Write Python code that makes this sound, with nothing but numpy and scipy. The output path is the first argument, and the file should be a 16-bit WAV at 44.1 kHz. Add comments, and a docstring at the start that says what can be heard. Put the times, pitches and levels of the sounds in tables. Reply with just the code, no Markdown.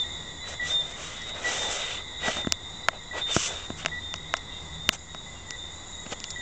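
"""Tree frogs whistle through the night: one close by gives a low note, then a high one, over a far crowd
among leaves, buzzing insects and a soft rumble. From half a second in, fingers rub the plastic case of a
handheld recorder; soon they bump and click on it too, ringing its modes, busiest from 2 to 4 s. Near 5 s a
far hum swells and the sharpest click overloads the converter. A last rub and a few clicks come around 6 s."""
import sys
import numpy as np
from scipy import signal
from scipy.fft import rfft, irfft, next_fast_len
from scipy.io import wavfile
from scipy.ndimage import uniform_filter1d

SR = 44100
rng = np.random.default_rng(int(sys.argv[2]) if len(sys.argv) > 2 else 0)


def int16_out(signal):
    """Quantize to a 16-bit WAV file."""
    q = np.round(np.clip(np.atleast_2d(signal).T, -1, 1) * 32767)
    wavfile.write(sys.argv[1], SR, q.astype(np.int16))


N = 282945

# The lead frog's calls. 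Each row: start in seconds, low note level in dB, high note level in dB,
# swell of the high note in dB, its length in seconds.
NEAR_CALLS = [(-.172, -30, -29, 3.5, 0.12), (.595, -30, -29, 1.5, 0.14), (1.441, -28.5, -36, 3, 0.16),
              (2.228, -30, -41.5, 17.5, 0.15), (3.109, -35, -31, 1.5, 0.14), (3.913, -33, -38, 8.5, 0.14),
              (4.694, -51, -31.5, -8, .15), (5.479, -41.5, -32.5, -9.5, 0.15), (6.357, -38, -38, 0, .16)]
# Frogs behind the leaves. Each row: start and length in seconds, pitch and rise in Hz, level in dB.
HIDDEN_NOTES = [(.019, .114, 3671, 0, -41), (.087, .126, 3757, 0, -43), (.145, .137, 3681, -15, -47),
                (.392, .08, 2031, 0, -45), (.398, .111, 3940, 0, -43), (.505, .094, 3718, 0, -47),
                (.577, .123, 3738, 0, -45), (.632, .087, 3900, 150, -44), (.836, .1, 3656, 0, -43),
                (1.077, .08, 2000, 28, -45), (1.138, .259, 3763, 12, -43), (1.207, .14, 3653, 0, -45),
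                (1.44, .105, 3939, 13, -46), (1.651, .063, 2002, 19, -47), (1.663, .19, 3529, 0, -41),
                (1.738, .187, 3664, 0, -43), (1.762, .108, 3940, -11, -45), (1.797, .086, 2028, 0, -44),
                (2.144, .161, 3765, 0, -40), (2.223, .094, 3568, 0, -46), (2.615, .158, 3650, 14, -44),
                (2.712, .177, 3928, 0, -47), (2.922, .197, 3920, 20, -48), (2.766, .105, 3607, 19, -47),
                (3.108, .161, 3768, 0, -43), (3.434, .117, 3454, 30, -42), (3.439, .329, 3602, 64, -44),
                (3.451, .069, 2024, 10, -44), (3.512, .172, 3735, 0, -45), (3.674, .105, 3923, -15, -47),
                (3.805, .102, 3743, 0, -44), (3.942, .097, 3900, 130, -49), (4.121, .137, 3775, 0, -46),
                (4.255, .091, 3787, -15, -47), (4.461, .187, 3656, 0, -45), (4.5, .11, 2790, -40, -56),
                (5.34, .08, 2830, -70, -57), (4.638, .187, 3524, 24, -47), (4.712, .097, 3880, 20, -49),
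                (5.076, .161, 3785, 0, -46), (5.242, .112, 2030, 0, -50), (5.448, .108, 3666, 0, -46),
                (5.596, .123, 3545, 16, -47), (5.904, .149, 3786, 9, -45), (6.319, .123, 3660, 0, -43)]
# Clicks and bumps. Each row: start in seconds, thud peak in dB, ring peak in dB, strongest pitch in
# octaves above 1 kHz, fall away from that pitch in dB per octave, crack decay time in milliseconds.
CASE_HITS = [(1.2185, -47, -26, 3, 14, 5), (1.2922, -46, -35, 2.5, 8, 1.9),
             (2.2816, -23.5, -16, 0.6, 22, 0.86), (2.3682, -30, -37, -4, -1.5, .6),
             (2.384, -32, -24, -1.2, 21, 0.88), (2.447, -30.5, -25, 0.5, 18, 0.54),
             (2.4711, -16, -26, 0.6, 4.5, 0.65), (2.5223, -30.5, -4, 2.5, 9, 0.3),
             (2.8852, -30.5, -4.5, 0.83, 7, 1.4), (3.3644, -11.5, -17.5, 0.5, 0, 2.65),
             (3.7029, -23, -29.5, 0, 4, 0.68), (3.8489, -31, -21, 1.1, 7.5, 0.41),
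             (3.8599, -36.5, -11, 1.5, 6, 1.3), (3.8834, -54, -30, 1.0, 6, .6),
             (4.14, -54, -20, 2.16, 4.5, 1.1), (4.16, -52, -20, 4, 8, 3.2),
             (4.3391, -53, -10.5, 0.93, 6.5, 0.12), (4.3673, -50, -18.5, 4.5, 5, 8),
             (4.8906, -22, 0, 1.69, 10, 0.11), (4.9319, -51, -30.5, 2.2, 5, 4.3),
             (5.1473, -40, -32.5, 3.5, 0, 0.3), (5.5073, -43, -20.5, 2.5, 7.5, 0.12),
             (6.064, -33, -34, 1.3, 6, 2.5), (6.1204, -32, -22, 6, 2.5, 0.9),
             (6.133, -57, -37, 2.5, 2, 1.7), (6.202, -47, -20, 3, 12, 0.86),
             (6.241, -58, -15.5, 2, 16, 2.3), (6.3042, -52, -18.5, 3, 11.5, 5.3)]
# Modes of the case, grouped as thud, knock, clack, rap, crack, snap, tap and tick.
# Each row: pitch in Hz, level within the group in dB, time to fall 60 dB in seconds.
CASE_MODES = [
    [(111, -16.5, 0.041), (235, 4.5, 0.021), (320, -11, 0.034)],
    [(654, 0, 0.023)],
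    [(1074, 2.5, 0.022), (1292, 8.5, 0.014)],
    [(1654, 0, 0.006)],
    [(2120, 0, 0.0044)],
    [(2887, 0, 0.0052)],
    [(3750, 2, 0.0057), (4290, -2, 0.0068)],
    [(5760, -1.5, 0.0033), (6450, -4, 0.0031), (7000, -10.5, 0.012)],
]
# How readily each group from knock to tick answers a blow, in dB.
MODE_RESPONSE_DB = [0, 3, -0.5, -2, -1, -4.5, 5]
# Finger slides, one curve per rub. Each row: time in seconds, level in dB, then the low ring and
# the treble against that level in dB.
RUB_CURVES = [
    [(.43, -64, 19, -7), (.486, -49.5, 5.5, 2.5), (.53, -53.5, 7, 1), (.56, -60, 23, 3)],
    [(.6, -61, 18, -7), (.678, -45.5, -3, 3.5), (.72, -48.5, 9.5, 4.5), (.784, -67.5, 18.5, 4),
     (.912, -54.5, 10, 2.5), (.95, -66, 3, -2)],
    [(.93, -63, -2, -3), (.996, -49, 5.5, -0.5), (1.052, -46.5, -1, -1), (1.194, -50, -3, -6),
     (1.25, -59, 5.5, 1), (1.296, -48, 5.5, -4), (1.33, -60, 15, -6)],
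    [(1.33, -56, 11, -5), (1.412, -52.5, 12, 0), (1.494, -37.5, 3.5, -1.5), (1.578, -42, 5, 0.5),
     (1.7, -47.5, 13.5, 3.5), (1.716, -40.5, 3, 2), (1.848, -41.5, 0.5, -6), (1.954, -41, -5, -8),
     (2.02, -54, 11, -9)],
    [(2.19, -57.5, 1, -7), (2.242, -39.5, 3.5, -8), (2.288, -40.5, 16.5, 1), (2.314, -37.5, -4, -5.5),
     (2.416, -52, 13.5, 0), (2.45, -71, 14, -4)],
    [(2.906, -69, 20, -8), (2.938, -62, 22.5, -14), (2.988, -75, 25, -7)],
    [(3.12, -67.5, 27, 2), (3.186, -43, 12, -4), (3.24, -56, 4, -11)],
    [(3.26, -52, 1, -8), (3.302, -41.5, 3.5, -6), (3.348, -37.5, -11, 3.5), (3.394, -39, -9, 0.5),
     (3.458, -37, -10, 2), (3.508, -52, 14.5, 4.5), (3.64, -50, -7, -10), (3.68, -64, 10, 8)],
    [(3.76, -65, 5, 9), (3.796, -47, -4, -2.5), (3.84, -48, 3, -11)],
    [(4.91, -78, 0, -2), (4.93, -44, 8, 9), (4.954, -50, 5, 3), (4.97, -56, 11, -6)],
    [(6.045, -82, 8, -8), (6.06, -58, 14, -10), (6.092, -66, 9, 2), (6.13, -37.5, 6.5, -6),
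     (6.15, -72, 4, -6)],
]
# Resonances a rub brings out, grouped as low ring, body, low middle, middle and treble.
# Each row: centre in Hz, width in Hz, level within the group in dB.
RUB_BANDS = [
    [(305, 197, -11), (641, 676, 7)],
    [(1264, 1060, 0)],
    [(2390, 590, 0)],
    [(2826, 980, 8), (3840, 580, -15.5)],
    [(6320, 2080, 9.5), (7170, 1200, 9.5)],
]
# A far frog's two notes. Each row: pitch in Hz, its spread in Hz, length in seconds, relative level in dB.
CROWD_CALL = [(2000, 73.1, .075, -4.5), (3661, 170, 0.101, -2)]
# Fader ride of the far crowd. Each row: time in seconds, level in dB.
CROWD_FADER = [(0, -41), (.23, -41), (.77, -42.5), (1.05, -43.5), (1.6, -40), (2.14, -40.5), (2.9, -45.5),
               (3.4, -42.5), (3.84, -44), (4.23, -43), (4.75, -44.5), (5.0, -47.5), (5.65, -46.5),
               (6.42, -45)]
# Fader ride of the insect buzz. Each row: time in seconds, level in dB.
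BUZZ_FADER = [(0, -48), (.44, -49.5), (1.4, -54), (2.05, -52.5), (3.0, -54), (3.7, -53), (4.4, -56.5),
              (5.04, -48), (5.53, -50.5), (5.95, -45), (6.42, -45.5)]
# Cricket pips. Each row: start in seconds, peak in dB.
CRICKET_PIPS = [(.731, -37), (.75, -43), (.76, -49), (.807, -41), (2.819, -50), (2.846, -48), (4.98, -47.5),
                (4.99, -45)]
# Fader ride of a far, engine-like hum. Each row: time in seconds, level in dB.
HUM_FADER = [(0, -49.5), (.75, -51.5), (2.159, -56.5), (2.43, -46.5), (2.79, -55.5), (3.5, -55.5),
             (3.86, -45.5), (4.3, -51), (4.55, -55), (4.77, -42.5), (5.16, -54), (6.42, -57)]
# Tone curve of the rumble and air. Each row: frequency in Hz, relative level in dB.
AIR_SPECTRUM = [(12, -35), (22, -1), (86, -6), (250, -11.5), (650, -15.5), (950, -13.5), (1500, -20.5),
                (2600, -27), (4500, -27), (6200, -26.5), (7800, -22), (9200, -32)]


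def near_frogs():
    """The lead frog sings a steady low note, then a scooped high one; notes from behind leaves flutter."""
    low_hz, high_hz, sag_hz, high_delay_s = 1950, 3636, 17, .097
    low, high, hidden = np.zeros((3, N))
    for start, low_db, high_db, swell_db, length in NEAR_CALLS:
        low_phase, high_phase = 2 * np.pi * rng.random(2)
        add(low, start, whistle(.086, low_hz, low_db, low_phase, swell_db=-2))
        note = whistle(length, high_hz, high_db, high_phase, -sag_hz, swell_db, scoop=.045)
        add(high, start + high_delay_s, note)
    for start, length, hz, rise_hz, db in HIDDEN_NOTES:
        phase = 2 * np.pi * rng.random()
        add(hidden, start, whistle(length, hz, db, phase, rise_hz, scoop=.008, blur_s=.02))
    hidden *= undb(2.2 * walk(55) - 1.3)
    high *= undb(2.8 * walk(35) - 2.5)
    low *= undb(1.8 * walk(40) + .8)
    voices = low + high + hidden
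    return voices + undb(-11) * foliage(voices, t60=.63)


def whistle(length, hz, db, phase, rise_hz=0, swell_db=0, scoop=0, blur_s=0):
    """A frog's near-sine note: a scoop bends it up into pitch and down again; distance blurs its edges."""
    t = np.arange(int(length * SR)) / SR
    progress, remaining = t / t[-1], t[-1] - t
    bend = 1 - 1.2 * scoop * np.exp(-t / .008) - 1.6 * scoop * np.exp(-remaining / .012)
    pitch = (hz + rise_hz * progress) * bend
    attack = np.minimum(1, t / (.005 + blur_s + .25 * scoop))
    release = np.minimum(1, remaining / (.008 + blur_s + .4 * scoop))
    tone = np.sqrt(2) * np.sin(2 * np.pi * np.cumsum(pitch) / SR + phase)
    return undb(db + swell_db * progress) * attack * release * tone


def case_clicks():
    """A finger's blow is a short ragged crack that rings the case: a low thud under a brighter ring."""
    out, t = np.zeros(N), np.arange(SR // 12) / SR
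    rings = []
    for group in CASE_MODES:
        ring = sum(undb(db - 60 * t / t60) * np.sin(2 * np.pi * hz * t) for hz, db, t60 in group)
        # each group is high-passed so it gives out little below its lowest mode
        low_cut = signal.butter(2, .77 * group[0][0], "high", fs=SR, output="sos")
        rings.append(signal.sosfilt(low_cut, ring))
    octaves = np.log2([group[0][0] / 1000 for group in CASE_MODES[1:]])
    for start, thud_db, ring_db, centre, fall_db, crack_ms in CASE_HITS:
        crack = .25 * rng.standard_normal(600) * np.exp(-1000 * t[:600] / crack_ms)
        crack[0] = -2  # the spike of first contact
        ring_peaks = ring_db + np.array(MODE_RESPONSE_DB) - fall_db * np.abs(octaves - centre)
        for k, (db, ring) in enumerate(zip([thud_db, *ring_peaks], rings)):
            struck = np.convolve(ring, crack)
            add(out, start, (-1) ** k * undb(db) * struck / np.abs(struck).max())
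    return out


def finger_rubs():
    """Skin slips in dense, uneven grains that excite the resonances of the case."""
    firm_db, fade_s = -46, .013
    grains = rng.standard_normal(N) * undb(.84 * walk(500) + .5 * walk(49))
    layers = [unit(sum(undb(db) * band(grains, hz, width) for hz, width, db in group))
              for group in RUB_BANDS]
    out = np.zeros(N)
    for curve in RUB_CURVES:
        times, *columns = np.transpose(curve)
        span = np.arange(int(times[0] * SR), int(times[-1] * SR))
        t = span / SR
        db, low_db, treble_db = (np.interp(t, times, column) for column in columns)
        # body and low middle follow the low ring, and fall back as the finger presses harder
        press_db = np.maximum(db - firm_db, -6)
        body_db = .24 * low_db - .25 * press_db + 1.7
        low_middle_db = .45 * low_db - .2 * press_db - 1.2
        gains_db = [low_db, body_db, low_middle_db, 3, treble_db + 7.5]
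        scrape = sum(undb(gain) * layer[span] for gain, layer in zip(gains_db, layers))
        touch = np.clip(np.minimum(t - times[0], times[-1] - t) / fade_s, 0, 1)
        out[span] += touch * undb(db) * scrape
    return out


def far_frogs(count):
    """A crowd calls at chance moments and distances, heard mostly through echoes."""
    bushes, gap_s = np.zeros((4, N)), .027
    callers = np.hstack([rng.random((count, 2)), rng.standard_normal((count, 3))])
    for k, (when, turn, detune, nearness, slide) in enumerate(callers):
        start = when * (N / SR + .4) - .3
        for hz, spread, length, db in CROWD_CALL:
            pitch = hz + spread * detune
            level_db = db + 1.5 * nearness - 1.3 * detune ** 2
            rise_hz = pitch * (.008 + .012 * slide)
            note = whistle(length, pitch, level_db, 2 * np.pi * turn, rise_hz, scoop=.016, blur_s=.0083)
            add(bushes[k % 4], start, note)
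            start += length + gap_s
    # moving leaves make the callers of each bush flutter together
    chorus = sum(bush * undb(4 * walk(130)) for bush in bushes)
    return unit(.4 * chorus + foliage(chorus, t60=.6)) * fader(CROWD_FADER, trim_db=.06)


def foliage(x, t60):
    """Leaves and trunks scatter a call into a soft tail of echoes."""
    t = np.arange(SR // 2) / SR
    tail = rng.standard_normal(len(t)) * undb(-60 * t / t60) * np.minimum(1, t / .01)
    return signal.fftconvolve(x, tail / np.linalg.norm(tail))[:N]


def insects():
    """Dense wing strokes ring a broad resonance and throb unevenly; one cricket adds short pips."""
    strokes = rng.standard_normal(N) * undb(.93 * walk(220) + 1.1 * walk(30))
    buzz = unit(band(band(strokes, hz=6950, width=910), hz=7200, width=1100))
    out = buzz * fader(BUZZ_FADER, trim_db=2.5)
    t = np.arange(int(.0071 * SR)) / SR
    pip = np.hanning(len(t)) * np.sin(2 * np.pi * 5000 * t)
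    for start, db in CRICKET_PIPS:
        add(out, start, undb(db) * pip)
    return out


def far_hum():
    """A rough, engine-like hum and its octave swell in the bass."""
    root = unit(band(rng.standard_normal(N), hz=79.9, width=15))
    octave = unit(band(rng.standard_normal(N), hz=158, width=12))
    return (root + undb(-6) * octave) * fader(HUM_FADER, trim_db=1.5)


def night_air():
    """A gently wavering bed of distant rumble and faint hiss."""
    hz, db = np.transpose(AIR_SPECTRUM)
    size = next_fast_len(N)
    bins_hz = np.maximum(np.arange(size // 2 + 1) * SR / size, 1)
    colour = undb(np.interp(np.log(bins_hz), np.log(hz), db))
    air = irfft(rfft(rng.standard_normal(size)) * colour, size)[:N]
    return unit(air) * undb(-45 + walk(5.7) / 2)


def undb(db):
    """Decibels to gain."""
    return 10 ** (np.asarray(db) / 20)


def unit(x):
    """Scales x to an RMS of 1."""
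    return x / np.sqrt(np.mean(x ** 2))


def fader(points, trim_db):
    """A gain that rides through points of seconds and dB, plus a trim."""
    return undb(np.interp(np.arange(N) / SR, *np.transpose(points)) + trim_db)


def band(x, hz, width):
    """A resonance applied twice."""
    b, a = signal.iirpeak(hz, hz / width, fs=SR)
    return signal.lfilter(b, a, signal.lfilter(b, a, x))


def walk(rate):
    """A smooth wobble: random levels held for 1 / rate seconds and slewed twice."""
    hold = int(SR / rate)
    steps = np.repeat(rng.standard_normal(N // hold + 1), hold)
    return 1.72 * uniform_filter1d(uniform_filter1d(steps, hold), hold)[:N]


def add(out, start, x):
    """Mixes x into out from start seconds."""
    i = int(start * SR)
    x, i = x[max(-i, 0):], min(max(i, 0), len(out))
    out[i:i + len(x)] += x[:len(out) - i]


def scene():
    """The mono mix: the night outdoors, with handling noise up close."""
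    outdoors = near_frogs() + far_frogs(count=900) + insects() + night_air() + far_hum()
    return (outdoors + finger_rubs() + case_clicks())[None]


def record(dry):
    """The microphone path dulls the top; gain control ducks after loud peaks; overload splashes treble."""
    mic_hz, converter_hz, top_hz = 7084, 8900, 16400
    threshold_db, duck_share, release_db_per_s, lag_samples = -4, .56, 16, 200
    dc_offset, ceiling = -.0026, .68
    dull = signal.sosfilt(signal.butter(6, mic_hz, fs=SR, output="sos"), dry)
    dull = signal.sosfilt(signal.ellip(10, .3, 80, converter_hz, fs=SR, output="sos"), dull)
    # the held peak sinks at a steady rate; the gain follows it a few milliseconds late
    level_db = 20 * np.log10(np.abs(dull) + 1e-9)
    sink_db = release_db_per_s * np.arange(N) / SR
    peak_db = np.maximum.accumulate(level_db + sink_db, axis=-1) - sink_db
    over_db = np.maximum(peak_db - threshold_db, 0)
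    duck_db = signal.lfilter([1 / lag_samples], [1, 1 / lag_samples - 1], duck_share * over_db)
    clipped = np.clip(dull * undb(-duck_db) + dc_offset, -ceiling, ceiling)
    return signal.sosfilt(signal.ellip(10, .1, 80, top_hz, fs=SR, output="sos"), clipped)


dry = scene()
out = record(dry)
int16_out(out)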